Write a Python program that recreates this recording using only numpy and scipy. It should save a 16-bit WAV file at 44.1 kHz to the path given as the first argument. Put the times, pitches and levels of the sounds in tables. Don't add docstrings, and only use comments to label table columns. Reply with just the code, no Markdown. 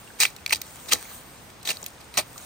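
import sys
import numpy as np
from scipy import signal
from scipy.fft import rfft, irfft, next_fast_len
from scipy.io import wavfile
from scipy.ndimage import uniform_filter1d

SR = 44100
rng = np.random.default_rng(int(sys.argv[2]) if len(sys.argv) > 2 else 0)


def dump(signal):
    limited = np.clip(np.atleast_2d(signal).T, -1, 1)
    pcm = np.round(limited * 32767).astype(np.int16)
    wavfile.write(sys.argv[1], SR, pcm)


def linear_from_db(decibels):
    return 10 ** (np.asarray(decibels, float) / 20)


N = 108045


def evened(x):
    return x / np.sqrt(np.mean(x ** 2) + 1e-20)


def read(points, hz):
    f, value = np.transpose(points)
    return np.interp(np.log(hz + 1), np.log(f + 1), value)


def colour(x, tone):
    log_gain = np.log(linear_from_db(read(tone, abs(np.fft.fftfreq(4096, 1 / SR)))))
    spectrum = np.exp(np.conj(signal.hilbert(log_gain)))
    taps = np.fft.ifft(spectrum).real[:2048]
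    return signal.oaconvolve(x, taps / np.linalg.norm(taps))[:len(x)]


def ring(x, hz, width):
    r, w = np.exp(-np.pi * width / SR), 2 * np.pi * hz / SR
    poles = [1, -2 * r * np.cos(w), r * r]
    return signal.lfilter([1, 0, -1], poles, x) * np.sqrt((1 - r * r) / 2)


# (frequency [Hz], phase [rad])
PORT_LEAD = [(0, 0), (2300, .2), (2900, 1.9), (3800, .5), (6500, .2), (7200, -2.4), (7700, -1.9),
             (8300, -.5), (9500, -1.3), (10400, -np.pi), (12250, -np.pi), (13600, -2 * np.pi),
             (15100, -2 * np.pi), (16500, -7.2)]
# (frequency [Hz], level [dB])
PORT_LEAN = [(300, -1), (1500, -2), (2800, -5), (3400, 4), (7500, 2.5), (8600, 0), (16000, 0)]


def ports(x):
    size = next_fast_len(N + 4096)
    hz = np.fft.rfftfreq(size, 1 / SR)
    phase = np.interp(hz, *np.transpose(PORT_LEAD))
    half = linear_from_db(read(PORT_LEAN, hz) / 2) * np.exp(.5j * phase)
    return irfft(rfft(x, size) * np.array([half, 1 / half]), size)[:, :N]


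# (frequency [Hz], likeness [0 to 1])
PORT_LIKENESS = [(60, .9), (640, .55), (3100, .3), (7500, .35), (8600, .93), (9600, .65), (10400, 1),
                 (12250, 1), (12800, .65), (13600, 1), (15100, 1), (15800, .5)]


def diffuse(tone, patchy_db):
    frames, hz = N // 256 + 5, np.fft.rfftfreq(1024, 1 / SR)
    a, b, c, d, patch = rng.standard_normal((frames, 513, 5)).T
    patch = uniform_filter1d(patch, size=14, axis=0)
    patch = evened(uniform_filter1d(patch, size=10, axis=1))
    same = np.clip(read(PORT_LIKENESS, hz), 0, 1)[:, None]
    turn = np.exp(-1j * np.interp(hz, *np.transpose(PORT_LEAD)))[:, None]
    left = a + 1j * b
    right = same * turn * left + np.sqrt(1 - same ** 2) * (c + 1j * d)
    gain = linear_from_db(read(tone, hz)[:, None] + patchy_db * patch)
    field = signal.istft(np.array([left, right]) * gain, nperseg=1024, noverlap=768)[1]
    return evened(field[:, :N])


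def leaves(x):
    echo_db, echo_t60 = -3, .014
    t, hz = np.arange(4096) / SR, np.fft.rfftfreq(4096, 1 / SR)
    taps = rng.standard_normal((2, 4096)) * linear_from_db(-60 * t / echo_t60) * (t > .001)
    unlike = np.sqrt(1 - np.clip(read(PORT_LIKENESS, hz), 0, .96) ** 2)
    taps = irfft(rfft(taps / np.linalg.norm(taps[0])) * unlike)
    return linear_from_db(echo_db) * signal.oaconvolve(x[None], taps[:, :2048], axes=1)[:, :N]


def fibres(per_s, spread_db, clump_db):
    happens = rng.random(N) < per_s / SR
    size = np.minimum(rng.exponential(1, N), 3)
    sign, slow = rng.standard_normal(N), rng.standard_normal(N)
    clump = evened(uniform_filter1d(uniform_filter1d(slow, size=60), size=60))
    return evened(happens * sign * linear_from_db(spread_db * size + clump_db * np.minimum(clump, 2)))


GRAIN_EDGES = (20, 1500, 3200, 5500, 9500, 20000)


def splinters():
    total = np.zeros(N)
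    for band in zip(GRAIN_EDGES, GRAIN_EDGES[1:]):
        sos = signal.butter(2, band, "band", fs=SR, output="sos")
        total += signal.sosfilt(sos, fibres(per_s=7000, spread_db=2, clump_db=2.2))
    return evened(total)


# (frequency [Hz], width [Hz], level [dB])
STEM_MODES = [
    (2450, 380, 0),
    (4300, 800, -5),
    (8400, 1000, -8),
]


def tears(rows, tone, stem_db):
    t, power = np.arange(N) / SR, np.zeros(N)
    for start, rise, hold, t60, db in rows:
        late = np.maximum(t - start - rise - hold, 0)
        attack = np.clip((t - start) / rise, 0, 1) ** 2
        power += (attack * linear_from_db(db - 60 * late / t60)) ** 2
    drive = np.sqrt(power) * splinters()
    stem = sum(linear_from_db(db) * ring(drive, hz, width) for hz, width, db in STEM_MODES)
    return colour(drive, tone) + linear_from_db(stem_db) * stem


# (frequency [Hz], level [dB per Hz])
AIR_TONE = [(15, -56), (25, 1), (102, 1), (307, -5), (348, -6.5), (532, -5), (588, -6.5), (795, -6),
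            (10000, -21.5), (13000, -20), (22000, -120)]


def air():
    return linear_from_db(-47.5) * diffuse(AIR_TONE, patchy_db=0.17)


# (time [s], level [dB])
RUSTLE_LEVEL = [(0, -56.5), (.3, -59), (.49, -65), (.63, -54), (.84, -51), (.99, -51.5), (1.12, -47.5),
                (1.25, -58), (1.46, -59), (1.6, -67), (1.77, -54), (1.95, -62), (2.09, -62), (2.25, -59.5),
                (2.45, -49)]
# (frequency [Hz], level [dB])
LITTER_TONE = [(400, -3.5), (1500, -0.5), (3000, -4), (5000, -6.5), (8500, 2), (11000, -1.5), (14500, -3),
               (17000, -1.5)]


def rustle():
    level = linear_from_db(np.interp(np.arange(N) / SR, *np.transpose(RUSTLE_LEVEL)))
    hiss = diffuse(LITTER_TONE, patchy_db=3.5)
    ticks = ports(colour(fibres(per_s=900., spread_db=4.5, clump_db=5), LITTER_TONE))
    return level * (linear_from_db(6.5) * hiss + linear_from_db(-1) * ticks)


# (time [s], peak level [dB], frequency
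# [Hz], t60 [s])
SPLINTER_PINGS = [(.2075, -15, 2480, .03), (.2100, -16, 5650, .008), (0.215, -13, 3870, .01),
                  (.2185, -14, 8670, 0.0089), (.2205, -17, 2500, .015), (.2280, -19, 2380, .015),
                  (0.241, -16, 4200, 0.011), (.2450, -21, 2450, 0.016), (.2600, -28, 2400, .02),
                  (.3850, -40.5, 2650, .02), (.4626, -15, 4290, .01), (0.4948, -26, 2470, .012),
                  (.5060, -24, 2430, .015), (.5157, -28, 2300, .012), (0.5244, -14, 2525, .025),
                  (.5250, -16, 5300, .008), (0.53, -12, 2640, 0.014), (.5355, -13.5, 5900, .008),
                  (.8930, -25.5, 3920, 0.0083), (.9095, -25, 2620, .015), (.9145, -20, 2640, 0.022),
                  (0.9257, -12, 4300, .01), (.9260, -18, 1920, 0.011), (.9495, -23, 8760, 0.0074),
                  (.9555, -27, 1980, 0.011),
                  (.0750, -40, 2670, 0.034), (.1030, -39, 1610, .03), (1.0530, -35.5, 2130, .02),
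               (1.6135, -39, 4020, .01), (1.6545, -27.5, 4640, .015), (1.6735, -18.5, 8000, 0.013),
               (1.6910, -15, 2400, .012), (1.6915, -16.5, 4070, 0.019), (1.6960, -18, 4330, .012),
               (1.7030, -17.5, 4600, 0.014), (1.7055, -15, 2720, 0.019), (1.7135, -20, 2650, .012),
               (1.7305, -27, 6500, .008), (1.8290, -30, 6800, .015), (1.8825, -35, 9600, 0.023),
               (1.9800, -46, 3480, 0.028), (2.0420, -46, 8400, .03), (2.1150, -44, 9000, 0.011),
               (2.1875, -14.5, 4540, 0.0081), (2.1800, -26, 1070, .04), (2.3600, -37.5, 1150, 0.043),
               (2.4000, -41, 1500, .015), (2.4140, -37, 6460, 0.016), (.4628, -18, 3500, .008),
               (.5300, -22, 900, .03), (.6165, -28, 5000, .01), (.9240, -20, 1250, .03),
               (.9300, -31, 500, .1), (2.1870, -22, 630, .05), (.2345, -22, 900, .015),
               (.3638, -36, 3860, .012)]


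def pings():
    rise_s, waver_share = .0005, .06
    out, t = np.zeros(N + 2000), np.arange(2000) / SR
    for s, db, hz, t60 in SPLINTER_PINGS:
        drift = evened(uniform_filter1d(rng.standard_normal(2000), size=30))
        wave = np.sin(2 * np.pi * np.cumsum(hz * (1 + waver_share * drift)) / SR)
        decay = linear_from_db(db - 60 * t / max(t60, .004))
        out[round(s * SR):][:2000] += wave * np.minimum(t / rise_s, 1) * decay
    return out[:N]


# (start [s], rise [s], hold [s], release t60 [s], level [dB])
SPLIT_STROKES = [
    (.186, 0.0087, 0.0052, .02, -38),
    (0.198, 0.0053, 0.026, 0.14, -20.5),
    (0.247, 0.0018, 0.0064, 0.05, -37.5),
    (0.495, 0.01, 0.02, .03, -41),
    (0.5213, 0.003, 0.0096, 0.031, -21),
]
# (frequency [Hz], level [dB])
SPLIT_COLOUR = [(150, -19.5), (750, -12), (1200, -12.5), (2500, -7), (4400, -5), (8500, -8), (11000, -6),
                (15300, -10)]


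def splits():
    return tears(SPLIT_STROKES, SPLIT_COLOUR, stem_db=-9)


# (time [s], peak level [dB], ring frequency [Hz], ring
# share [dB], t60 [s])
FIBRE_SNAPS = [(.1877, -37, 3500, -16, .015), (0.2027, -5.5, 8240, 14, 0.0066),
               (0.2337, -3, 2720, 4, 0.0039), (0.2524, -5.5, 2430, 22, 0.0091),
               (.3022, -36, 8260, 16, .015), (.3636, -30, 3860, -19, 0.0075), (.4620, -13, 2460, 3, 0.0075),
               (.4770, -27.5, 2450, -2, 0.021), (.4942, -23, 4340, 0, .016), (.5042, -27, 14000, -4, .012),
               (.5080, -13, 2400, 5, 0.0088), (.5277, -9, 2600, 2, 0.0099), (0.535, -19, 5900, -9, .01),
               (0.5475, -17, 4740, -1, 0.013), (.5577, -20, 5100, -5, 0.012),
               (.6160, -18.5, 14300, 5, 0.011), (.9212, -10, 2730, 11, 0.014),
               (.9327, -2, 6800, -6, 0.0062), (1.501, -39, 2440, 4, 0.013),
               (1.6290, -33.5, 4530, -17, 0.018),
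               (1.6528, -25, 3800, -3, 0.019), (1.6740, -16, 3480, 3, 0.017), (1.7697, -25, 4130, 0, 0.007),
               (1.8280, -25.5, 7000, -2, 0.012), (1.8405, -28, 13000, 0, 0.018),
               (1.8621, -20.5, 13200, 2, 0.018), (2.1405, -27, 3970, -2.2, .005),
               (2.1720, -14.5, 3970, 0, 0.0077), (2.1763, -9.5, 6660, 2, 0.01),
               (2.1820, -14, 6000, 3, 0.009), (2.3790, -27, 6640, -5, 0.019)]
# (frequency [Hz], level [dB])
CRACK_TONE = [(300, -31), (1300, -18), (2500, 3), (4500, 2), (8000, 4.5), (11000, 1), (14500, -1),
              (17000, -6.5)]


def snaps():
    rise_s, ring_width = .0004, .2
    out, t = np.zeros(N + 4000), np.arange(4000) / SR
    for s, db, hz, ring_db, t60 in FIBRE_SNAPS:
        decay = linear_from_db(-60 * t / max(t60, .002))
        drive = rng.standard_normal(4000) * decay * np.minimum(t / rise_s, 1)
        sound = colour(drive, CRACK_TONE) + linear_from_db(ring_db) * ring(drive, hz, ring_width * hz)
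        top = np.sqrt(uniform_filter1d(sound ** 2, size=60).max())
        out[round(s * SR):][:4000] += linear_from_db(db) * sound / (2 * top)
    return out[:N]


# (time [s], peak level [dB])
STAND_JOLTS = [
    (0.534, -33),
    (.870, -34),
    (1.8309, -29.5),
]


def knocks():
    top_hz, sag_s, rise_s, t60, right_db = 1530, 0.00416, 0.0016, 0.047, -14
    out, t = np.zeros(N), np.arange(4000) / SR
    pitch = 40 + top_hz / (1 + t / sag_s) ** 2
    wave = np.sin(2 * np.pi * np.cumsum(pitch) / SR)
    for s, db in STAND_JOLTS:
        out[round(s * SR):][:4000] += wave * np.minimum(t / rise_s, 1) * linear_from_db(db - 60 * t / t60)
    return out * linear_from_db(np.array([[0], [right_db]]))


# (start [s], rise [s], hold [s], release t60 [s], level [dB])
PEEL_STROKES = [
    (.538, 0.0017, 0.028, 0.058, -40),
    (0.875, 0.015, 0.0033, 0.084, -33.5),
    (0.905, 0.017, 0.008, 0.086, -20),
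    (0.944, 0.0032, 0.0089, 0.37, -41),
    (1.649, 0.002, 0.027, .03, -37.5),
    (1.672, 0.0028, 0.0096, 0.048, -31),
    (1.679, 0.0087, 0.024, 0.055, -26.5),
    (1.72, .003, 0.038, 0.083, -46.5),
    (1.859, .003, 0.023, 0.039, -50.5),
]
# (frequency [Hz], level [dB])
PEEL_COLOUR = [(90, -14), (500, -6), (1300, -9), (2500, -4.5), (4300, -3.5), (8900, -7.5), (11300, -3.5),
               (15000, -11.5)]


def peels():
    return tears(PEEL_STROKES, PEEL_COLOUR, stem_db=-25.5)


# (time [s], level [dB], t60 [s])
STUMP_BLOWS = [
    (0.924, -35, 0.2),
    (2.174, -35, 0.11),
]
# (frequency [Hz], level [dB])
STUMP_TONE = [(50, -10), (130, -1), (500, -7), (1200, -9.5), (3000, -50)]


def thuds():
    t, shape = np.arange(N) / SR, np.zeros(N)
    for s, db, t60 in STUMP_BLOWS:
        shape += np.clip((t - s) / 0.0074, 0, 1) * linear_from_db(db - 60 * np.maximum(t - s, 0) / t60)
    return colour(shape * rng.standard_normal(N), STUMP_TONE)


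# (start [s], rise [s], hold [s], release t60 [s], level [dB])
CHOP_STROKES = [
    (2.14, 0.0036, 0.036, .02, -45.5),
    (2.171, .002, 0.019, 0.086, -23),
    (2, .003, 0.011, 0.043, -52),
    (1.7, 0.0014, 0.0055, 0.13, -38),
]
# (frequency [Hz], level [dB])
CHOP_COLOUR = [(120, -15.5), (650, -1.5), (1630, -4), (2500, -7.5), (6500, -10), (8900, -7), (11000, -3),
               (15500, -15)]


def chops():
    return tears(CHOP_STROKES, CHOP_COLOUR, stem_db=-9)


def scene():
    near = splits() + snaps() + peels() + thuds() + chops()
    return air() + rustle() + ports(pings()) + ports(near) + leaves(near) + knocks()


def top_cut(x):
    return signal.sosfilt(signal.butter(12, 16800, fs=SR, output="sos"), x)


def record(dry):
    lowpass = signal.firwin(127, 15750, window=("kaiser", 4), fs=SR)
    x = signal.oaconvolve(dry, lowpass[None], "same")
    x = signal.sosfilt(signal.butter(2, 48, "high", fs=SR, output="sos"), x)
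    return top_cut(x)


dry = scene()
out = record(dry)
dump(out)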